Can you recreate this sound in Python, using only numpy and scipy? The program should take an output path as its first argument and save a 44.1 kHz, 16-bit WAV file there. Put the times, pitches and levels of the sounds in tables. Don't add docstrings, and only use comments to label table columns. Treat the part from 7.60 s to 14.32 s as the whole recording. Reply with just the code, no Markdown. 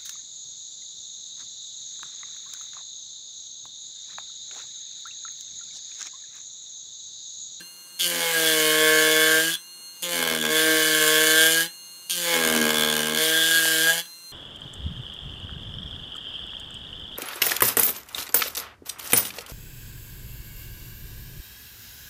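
import sys
import numpy as np
from scipy import signal
from scipy.fft import rfft, irfft, next_fast_len
from scipy.io import wavfile
from scipy.ndimage import uniform_filter1d, map_coordinates

SR = 44100
rng = np.random.default_rng(int(sys.argv[2]) if len(sys.argv) > 2 else 0)


def invert_db(x):
    u = np.asarray(x, float) / 20
    return 10 ** u


def transcribe(u):
    v = np.clip(np.atleast_2d(u).T, -1, 1)
    q = np.round(v * 32767).astype(np.int16)
    wavfile.write(sys.argv[1], SR, q)


N = 296352
ROCKING, BLOCK_PART, BLADE_PART, SHANK_PART, RATTLE_PART = 1, 2, 3, 4, 5


def clock():
    return np.arange(N) / SR


def unit(x):
    return x / np.sqrt(np.mean(x ** 2) + 1e-20)


def along(points, hz):
    f, v = np.transpose(points)
    return np.interp(np.log(hz + 1), np.log(f + 1), v)


def curve(rows, column=1):
    rows = np.array(rows)
    return np.interp(clock(), rows[:, 0], rows[:, column])


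def wobble(rate):
    knots = rng.standard_normal(int(N * rate / SR) + 4)
    return map_coordinates(knots, [np.arange(N) * rate / SR])


def filtered(x, response):
    m = next_fast_len(N + SR // 2)
    return irfft(rfft(x, m) * response(np.fft.rfftfreq(m, 1 / SR)), m)[:N]


def modes(table):
    def response(f):
        total = 0
        for k, (centre, width, db) in enumerate(table):
            total = total + (-1) ** k * invert_db(db) * 1j * f * width / (centre ** 2 - f ** 2 + 1j * f * width)
        return total
    return response


def shaped(table):
    return lambda hz: invert_db(along(table, hz))


def rung(drive, response, gain):
    steady = rfft(drive) * response(np.fft.rfftfreq(N, 1 / SR))
    return filtered(drive * gain, response) * N / np.linalg.norm(steady) / np.sqrt(2)


# time in seconds, turns a second in Hz.
LOADED_SPEED = [
    [(0.0, 172.3)],
    [(0.42, 176.4), (0.5, 172.9), (0.76, 163.4), (0.92, 157.8), (1.05, 155.3), (1.62, 156.8), (1.8, 159.4),
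     (1.92, 166.6), (2.0, 173.5)],
    [(2.45, 175.1), (2.53, 172.6), (2.68, 162.9), (2.84, 154), (3.02, 158.5), (3.45, 154.9), (3.75, 157.8),
     (4.02, 164.8), (4.12, 176.5)],
    [(4.52, 176.9), (4.72, 169.3), (4.87, 159.4), (5.05, 154.5), (5.42, 152.4), (5.65, 158.7),
     (5.95, 163.2), (6.18, 159), (6.46, 171.9)],
]
FREE_HZ = [176.8, 177.2, 176.7, 173.4]
RUN_UP_S = .09


def speed():
    rows = []
    for k, loaded in enumerate(LOADED_SPEED):
        if k > 0:
            rows.append((loaded[0][0] - RUN_UP_S, FREE_HZ[k - 1]))
        rows += loaded
        rows.append((loaded[-1][0] + RUN_UP_S, FREE_HZ[k]))
    return uniform_filter1d(curve(rows), size=2600)


def load():
    return np.maximum(max(FREE_HZ) - speed(), 0) / 21.5


BOUNCE_JITTER, BOUNCE_SCATTER = 1.3, .5


def blows(turns, jitter_s, scatter_db, bounce):
    k = np.arange(1, int(turns[-1]))
    luck = rng.standard_normal((len(k), 2))
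    at = np.interp(k, turns, np.arange(N))
    miss = np.clip(bounce[np.clip(at.astype(int), 0, N - 1)], 0, 3)
    at = at + jitter_s * (1 + BOUNCE_JITTER * miss) * SR * luck[:, 0]
    size = (1 + miss * (-1) ** k) / np.sqrt(1 + miss ** 2)
    size = size * invert_db(scatter_db * (1 + BOUNCE_SCATTER * miss) * luck[:, 1])
    taps = np.floor(at)[:, None] + np.arange(-7, 9)
    offset = taps - at[:, None]
    shape = np.sinc(offset) * np.cos(offset * np.pi / 16) ** 2
    places = np.clip(taps, 0, N - 1).astype(int)
    return np.bincount(places.ravel(), (size[:, None] * shape).ravel(), N)


# multiple of the shaft rate, level in dB rms.
WHINE_ORDERS = [(1, -93), (2, -84.5), (6, -79.5), (8, -78), (9, -75.5), (12, -77.5), (16, -61.5), (23, -72),
                (24, -56), (25, -73.5), (34, -68), (35, -70), (36, -61.5), (37, -73), (38, -68), (42, -133),
                (48, -62.5), (60, -64), (72, -69)]
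TURNED_AWAY = {9: -4, 16: -5.5, 24: 3, 36: -4, 60: -3}
TURN_S = 6.47
# frequency in Hz, level in dB per Hz.
AIR_SPECTRUM = [(20, -28), (60, -20), (160, -5.5), (700, -14), (1100, -10), (1600, -16), (2400, -15.5),
                (3300, -11), (4200, -7), (4700, -6.5), (5700, -17.5), (6200, -22), (7000, -7.5),
                (12000, -8), (16000, -14.5)]


def motor(turns):
    turned = clock() > TURN_S
    lines = 0
    for k, db in WHINE_ORDERS:
        level = invert_db(db + TURNED_AWAY.get(k, 0) * turned + (1.5 + k / 30) * wobble(15))
        lines = lines + level * np.sin(2 * np.pi * k * turns + .018 * k * wobble(120))
    ticks = unit(blows(turns, 1e-5, 1, np.zeros(N)))
    air = unit(filtered(rng.standard_normal(N) + .5 * ticks, shaped(AIR_SPECTRUM)))
    return np.sqrt(2) * invert_db(7) * lines + invert_db(-50 + 1.1 * wobble(7.4)) * air


# time in seconds, force in dB, depth of the edge in dB.
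STROKES = [
    [(0.0, -16, -23), (0.012, -29.5, -27)],
    [(0.394, -1.5, -30), (0.46, 0.5, -3.5), (0.54, -8.5, -4), (0.66, -4.5, -1), (0.92, 0, -3),
     (1.35, 0.5, 1.5), (1.78, 0.5, -1.5), (1.9, -2.5, -21), (1.94, -7.5, -46)],
    [(2.426, -0.5, -13), (2.48, -13.5, -2), (2.53, -7, -2), (2.86, -12.5, -3.5), (2.93, -1.5, -1),
     (3.45, 2, -2.5), (3.85, 5, -2.5), (4.02, -0.5, -10), (4.065, -15, -20)],
    [(4.497, -1, -36), (4.58, -7, -4.5), (4.73, -3, 2), (5.0, -3, -1), (5.55, -9, -6.5), (5.62, 0, -3.5),
     (5.95, 2, -15), (6.27, 2, -6.5), (6.4, -6.5, -15.5)],
]
# level in dB, share of force, share of depth,
# gain under load in dB, gain while bouncing in dB.
PARTS = [
    (-39, 0.14, 0.38, 2, 3.5),
    (-29, 0.18, 0.93, 3, -0.26),
    (-45.5, 0.78, 0.15, 19, -0.5),
    (-26.5, 0.8, 0.017, -1.32, 3),
    (-25, 0.74, 0.01, -1.73, 2.7),
]
# time in seconds, force in dB.
STRAYS = [
    (1.938, -8),
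    (1.953, -6.5),
    (6.456, -21),
]
# part number, time in seconds, length in seconds, change in
# dB.
PART_SWELLS = [(ROCKING, .47, 0.051, 2.2), (ROCKING, 0.68, 0.073, -20), (ROCKING, 1.9, 0.077, 5.3),
               (ROCKING, 5, 0.08, 6.16), (ROCKING, 2.67, 0.037, -6.5), (ROCKING, 3.1, 0.073, 5.2),
               (ROCKING, 6.36, .1, -12), (BLOCK_PART, 0.463, 0.04, -7), (BLOCK_PART, 2.8, 0.031, -8),
               (BLOCK_PART, 3.3, 0.11, -4), (BLOCK_PART, 4.59, .07, -7), (ROCKING, 5.62, 0.054, -4),
               (BLADE_PART, 0.0, 0.029, 16), (BLADE_PART, 0.56, .08, 2.1), (BLADE_PART, 0.96, 0.14, -3.5),
               (BLADE_PART, 1.34, 0.15, 4), (BLADE_PART, 1.52, .03, -5), (BLADE_PART, 1.654, 0.11, 5),
               (BLADE_PART, 2.6, 0.033, 3.8), (BLADE_PART, 3.6, 0.12, -4), (BLADE_PART, 3.75, 0.19, 2.34),
               (BLADE_PART, 3.92, 0.027, -7), (BLADE_PART, 3.5, 0.14, 3.7), (BLADE_PART, 4.2, 0.033, 5.25),
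               (BLADE_PART, 6, 0.11, 2.87), (BLADE_PART, 5.66, 0.048, -8), (BLADE_PART, 6.28, 0.035, 4.2),
               (BLADE_PART, 2.4, 0.055, -4), (SHANK_PART, 4.88, 0.12, -3.5)]
ATTACK_S, RELEASE_DB_PER_S = 0.0038, 690
SEATED_AT = 0.37


def pressure(part):
    t = clock()
    db, by_force, by_depth, load_db, bounce_db = PARTS[part - 1]
    gain = np.zeros(N)
    for rows in STROKES:
        hand_db = by_force * curve(rows, column=1) + by_depth * curve(rows, column=2)
        release_db = RELEASE_DB_PER_S * np.maximum(t - rows[-1][0], 0)
        gain += invert_db(hand_db - release_db) * np.clip((t - rows[0][0]) / ATTACK_S + 1, 0, 1)
    if part > BLOCK_PART:
        for s, force_db in STRAYS:
            gain += invert_db(force_db) * (np.abs(t - s) < .5 / max(FREE_HZ))
    for which, s, length, shift_db in PART_SWELLS:
        if which == part:
            db = db + shift_db * np.exp(-((t - s) / length) ** 4)
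    db = db + load_db * np.tanh(load() / SEATED_AT) + bounce_db * grip()[0]
    return invert_db(db + 0.6 * wobble(12)) * gain


# start in seconds, fully developed in seconds, end in seconds,
# shortfall of every second blow from 0 to 1.
BOUNCES = [
    (.49, .56, .61, .25),
    (.62, .68, .97, .06),
    (2.51, 2.68, 2.87, 1),
    (4.71, 4.86, 5.56, 1),
]
LAST_BITE = [.99, 0.94, 0.54, 0.56]
FIRST_BITE, BITE_S = .28, .11
SETTLE_S = .045


def grip():
    bounce = np.zeros(N)
    for start, full, end, depth in BOUNCES:
        bounce += np.interp(clock(), [start, full, end, end + SETTLE_S], [0, depth, depth, 0])
    bite = []
    for rows, last in zip(STROKES[1:], LAST_BITE[1:]):
        start = rows[0][0]
        bite += [(start + BITE_S / 2, FIRST_BITE), (start + 1.3 * BITE_S, 1), (rows[5][0], 1), (rows[-1][0], last)]
    return bounce, curve(bite)


def bursts(train, t60):
    fall = 10 ** (-3 / (t60 * SR))
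    return np.abs(signal.lfilter([1], [1, -fall], train)) * rng.standard_normal(N)


def clatter(train, t60, drift, count):
    t = np.arange(int(t60 * SR)) / SR
    build_up = 1 - np.exp(-t / .0003)
    jumbles = rng.standard_normal((count, len(t))) * invert_db(-60 * t / t60) * build_up
    shares = np.array([wobble(drift) for _ in jumbles])
    shares /= np.linalg.norm(shares, axis=0)
    return unit(sum(signal.oaconvolve(train * share, jumble)[:N] for share, jumble in zip(shares, jumbles)))


def small_source(f):
    return (1j * f / 230) ** 5 / (1 + 1j * f / 230) ** 5


def rocking_share(f):
    return 1 / (1 + (f / 420) ** 14)


# frequency in Hz, width in Hz, level in dB.
ROCKING_MODES = [(235, 70, 0), (318, 90, -5), (390, 50, -11)]


def rocking(turns, bounce):
    train = blows(turns, 2e-5, 0.58, 2.45 * bounce)
    response = lambda f: modes(ROCKING_MODES)(f) * small_source(f) * rocking_share(f)
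    return rung(train, response, pressure(ROCKING))


# frequency in Hz, width in Hz, level in dB.
BLOCK_MODES = [(447, 54, 7.5), (627, 44.6, 0), (833.5, 24, -4), (1077, 30.5, -1.5), (1320, 490, -16),
               (1996, 260, -13), (2166, 84, -1), (2490, 8.2, -2)]


def block(turns, bounce):
    train = blows(turns, 2e-5, 0.95, bounce)
    return rung(train, lambda f: modes(BLOCK_MODES)(f) * (1 - rocking_share(f)), pressure(BLOCK_PART))


# frequency in Hz, width in Hz, level in dB.
TAP_MODES = [(2200, 500, -5), (3400, 700, -2), (4500, 800, -1), (6600, 500, 1.5), (7300, 400, 0),
             (9000, 600, -38)]


def tap(strike, free):
    return rung(strike, modes(TAP_MODES), invert_db(7) * free * pressure(SHANK_PART))


# frequency in Hz, width in Hz, level in dB.
BLADE_MODES = [(1599, 90, 13), (1715, 130, 7.5)]


def blade(strike, torn):
    return rung(unit(strike) + .38 * torn, modes(BLADE_MODES), pressure(BLADE_PART))


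# frequency in Hz, width in Hz, level in dB.
SHANK_MODES = [(2939, 120.7, 6.5), (3188, 220, 6), (3444, 174, 6.5), (4100, 240, -17)]


def shank(strike, torn):
    drive = unit(strike) + 0.5 * clatter(strike, .005, 9, count=3) + 0.55 * torn
    return rung(drive, lambda f: modes(SHANK_MODES)(f) * np.exp(-2j * np.pi * f * .0009), pressure(SHANK_PART))


# frequency in Hz, level in dB per Hz.
HOUSING_SPECTRUM = [(3000, -22), (4100, 0.5), (4850, 0), (5600, -7.5), (6100, -0.5), (6800, -1.5),
                    (7500, -1.5), (8200, -5.5), (9100, 2), (9800, -1), (11500, -3), (13100, -3),
                    (14400, -9), (15700, -13.5)]


def rattle(strike, bite, free, loose):
    drive = .9 * clatter(strike, .014, 10, count=4) + .6 * unit(bursts(strike, .012)) + .7 * loose
    drive = drive / np.sqrt(2 + bite ** 2)
    return rung(drive, shaped(HOUSING_SPECTRUM), (1 - 0.98 * free) * pressure(RATTLE_PART))


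# frequency in Hz, level in dB per Hz.
SHAVING_SPECTRUM = [(100, -70), (200, -18), (500, 0), (1000, -3.5), (2000, 6.5), (2650, 3), (3300, 6),
                    (5000, 0), (7000, -3)]


def shaving(strike, bite, loose):
    fibres = 0.43 * clatter(strike, .015, 8, count=3) + bite * unit(bursts(strike, 0.12)) + .5 * loose
    gain = pressure(SHANK_PART) + .5 * pressure(BLOCK_PART)
    return invert_db(-7) * rung(fibres, shaped(SHAVING_SPECTRUM), gain)


def shaft_shake(turns):
    contact = (pressure(ROCKING) + pressure(BLOCK_PART)) / invert_db(-40)
    touch = uniform_filter1d(np.minimum(contact, 1) ** .5, size=1500)
    return invert_db(-39) * touch * (0.11 + np.tanh(load() / 0.94)) * np.sin(2 * np.pi * turns)


# frequency in Hz, width in Hz, level in dB.
SLAP_MODES = [(690, 1650, 21.5), (1094, 80, 27.5), (2220, 200, -10)]


def slap(strike, torn, bounce):
    response = lambda f: modes(SLAP_MODES)(f) * small_source(f)
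    return rung(unit(strike) + torn, response, invert_db(-4) * bounce * pressure(BLOCK_PART))


# frequency in Hz, width in Hz, level in dB.
RIM_MODES = [(616, 125, 1), (836, 57, -1)]
# time in seconds, length in seconds, level in dB.
RIM_PASSES = [
    (0.608, 0.094, -4),
    (2.55, 0.062, -5),
    (4.752, .06, -4.5),
    (6.325, 0.088, -5.5),
]


def rim(strike):
    near = sum(invert_db(db) * np.exp(-((clock() - s) / length) ** 2) for s, length, db in RIM_PASSES)
    response = lambda f: modes(RIM_MODES)(f) * (1 - rocking_share(f))
    return rung(strike, response, near * pressure(SHANK_PART))


def gouge(turns):
    bounce, bite = np.clip(grip(), 0, 2)
    strike = blows(turns, 2e-5, 1.4, bounce + .08)
    torn = bite * unit(bursts(strike, 0.048))
    free = np.clip(1 - 2.5 * bite, 0, 1) * (bounce < .2)
    loose = bite ** 1.4 * (.9 - .55 * bounce) * rng.standard_normal(N)
    parts = rocking(turns, bounce) + block(turns, bounce)
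    parts += tap(strike, free) + blade(strike, torn) + shank(strike, torn)
    parts += rattle(strike, bite, free, loose) + shaving(strike, bite, loose) + shaft_shake(turns)
    return parts + slap(strike, torn, bounce) + rim(strike)


# time in seconds, length in seconds, level in dB, upper edge in Hz.
FLOOR_SHIFTS = [
    (1.768, 0.029, -48, 150),
    (2.42, 0.011, -62, 123),
    (2.721, 0.013, -46, 149.5),
    (3.84, 0.01, -68, 116),
    (4.9, 0.06, -43, 147.8),
    (5.057, 0.082, -46, 149.9),
    (5.196, 0.077, -48, 149.3),
    (5.3, 0.035, -49, 150),
    (6.056, 0.0008, -17, 2700),
    (2.203, 0.01, -58, 1510),
]


def shifts():
    out = np.zeros(N)
    for s, length, db, edge_hz in FLOOR_SHIFTS:
        band = signal.butter(2, [edge_hz / 12, edge_hz], "band", fs=SR)
        puff = unit(signal.lfilter(*band, rng.standard_normal(N)))
        out += invert_db(db) * np.exp(-((clock() - s) / length) ** 2) * puff
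    return out


# frequency in Hz, reverberation time T60 in seconds.
ROOM_DECAY = [(200, .25), (2000, .2), (5000, .09), (10000, .05)]


def room(x):
    hz, t, z = signal.stft(rng.standard_normal(SR // 3), SR, nperseg=256)
    tail = signal.istft(z * invert_db(-60 * t / along(ROOM_DECAY, hz)[:, None]), SR, nperseg=256)[1]
    return signal.fftconvolve(np.pad(x, (200, 0)), tail / np.linalg.norm(tail))[:N]


def scene():
    turns = np.cumsum(speed() + 0.144 * wobble(15)) / SR
    cut = gouge(turns)
    wet = invert_db(-10) * filtered(room(cut), lambda hz: .3 + .7 / (1 + (900 / (hz + 1)) ** 4))
    return (cut + wet + motor(turns) + shifts())[None]


def gapped(x, under_db):
    hz, _, z = signal.stft(x, SR, nperseg=2048)
    band = uniform_filter1d(np.abs(z) ** 2, size=7, axis=0)
    around = uniform_filter1d(np.abs(z) ** 2, size=70, axis=0)
    keep = (band > around * invert_db(2 * under_db)) | (hz < 4400)[:, None]
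    return signal.istft(z * keep, SR, nperseg=2048)[1][:N]


def band_limit(x):
    return signal.sosfilt(signal.butter(12, 16460, fs=SR, output="sos"), x)


def record(dry):
    x = dry[0] / (1 + np.abs(dry[0] / .62) ** 4) ** .25
    x = gapped(x, under_db=-6.5)
    x = filtered(x, lambda hz: (hz < 15720) * hz / np.hypot(hz, 110))
    return band_limit(x[None])


dry = scene()
out = record(dry)
transcribe(out)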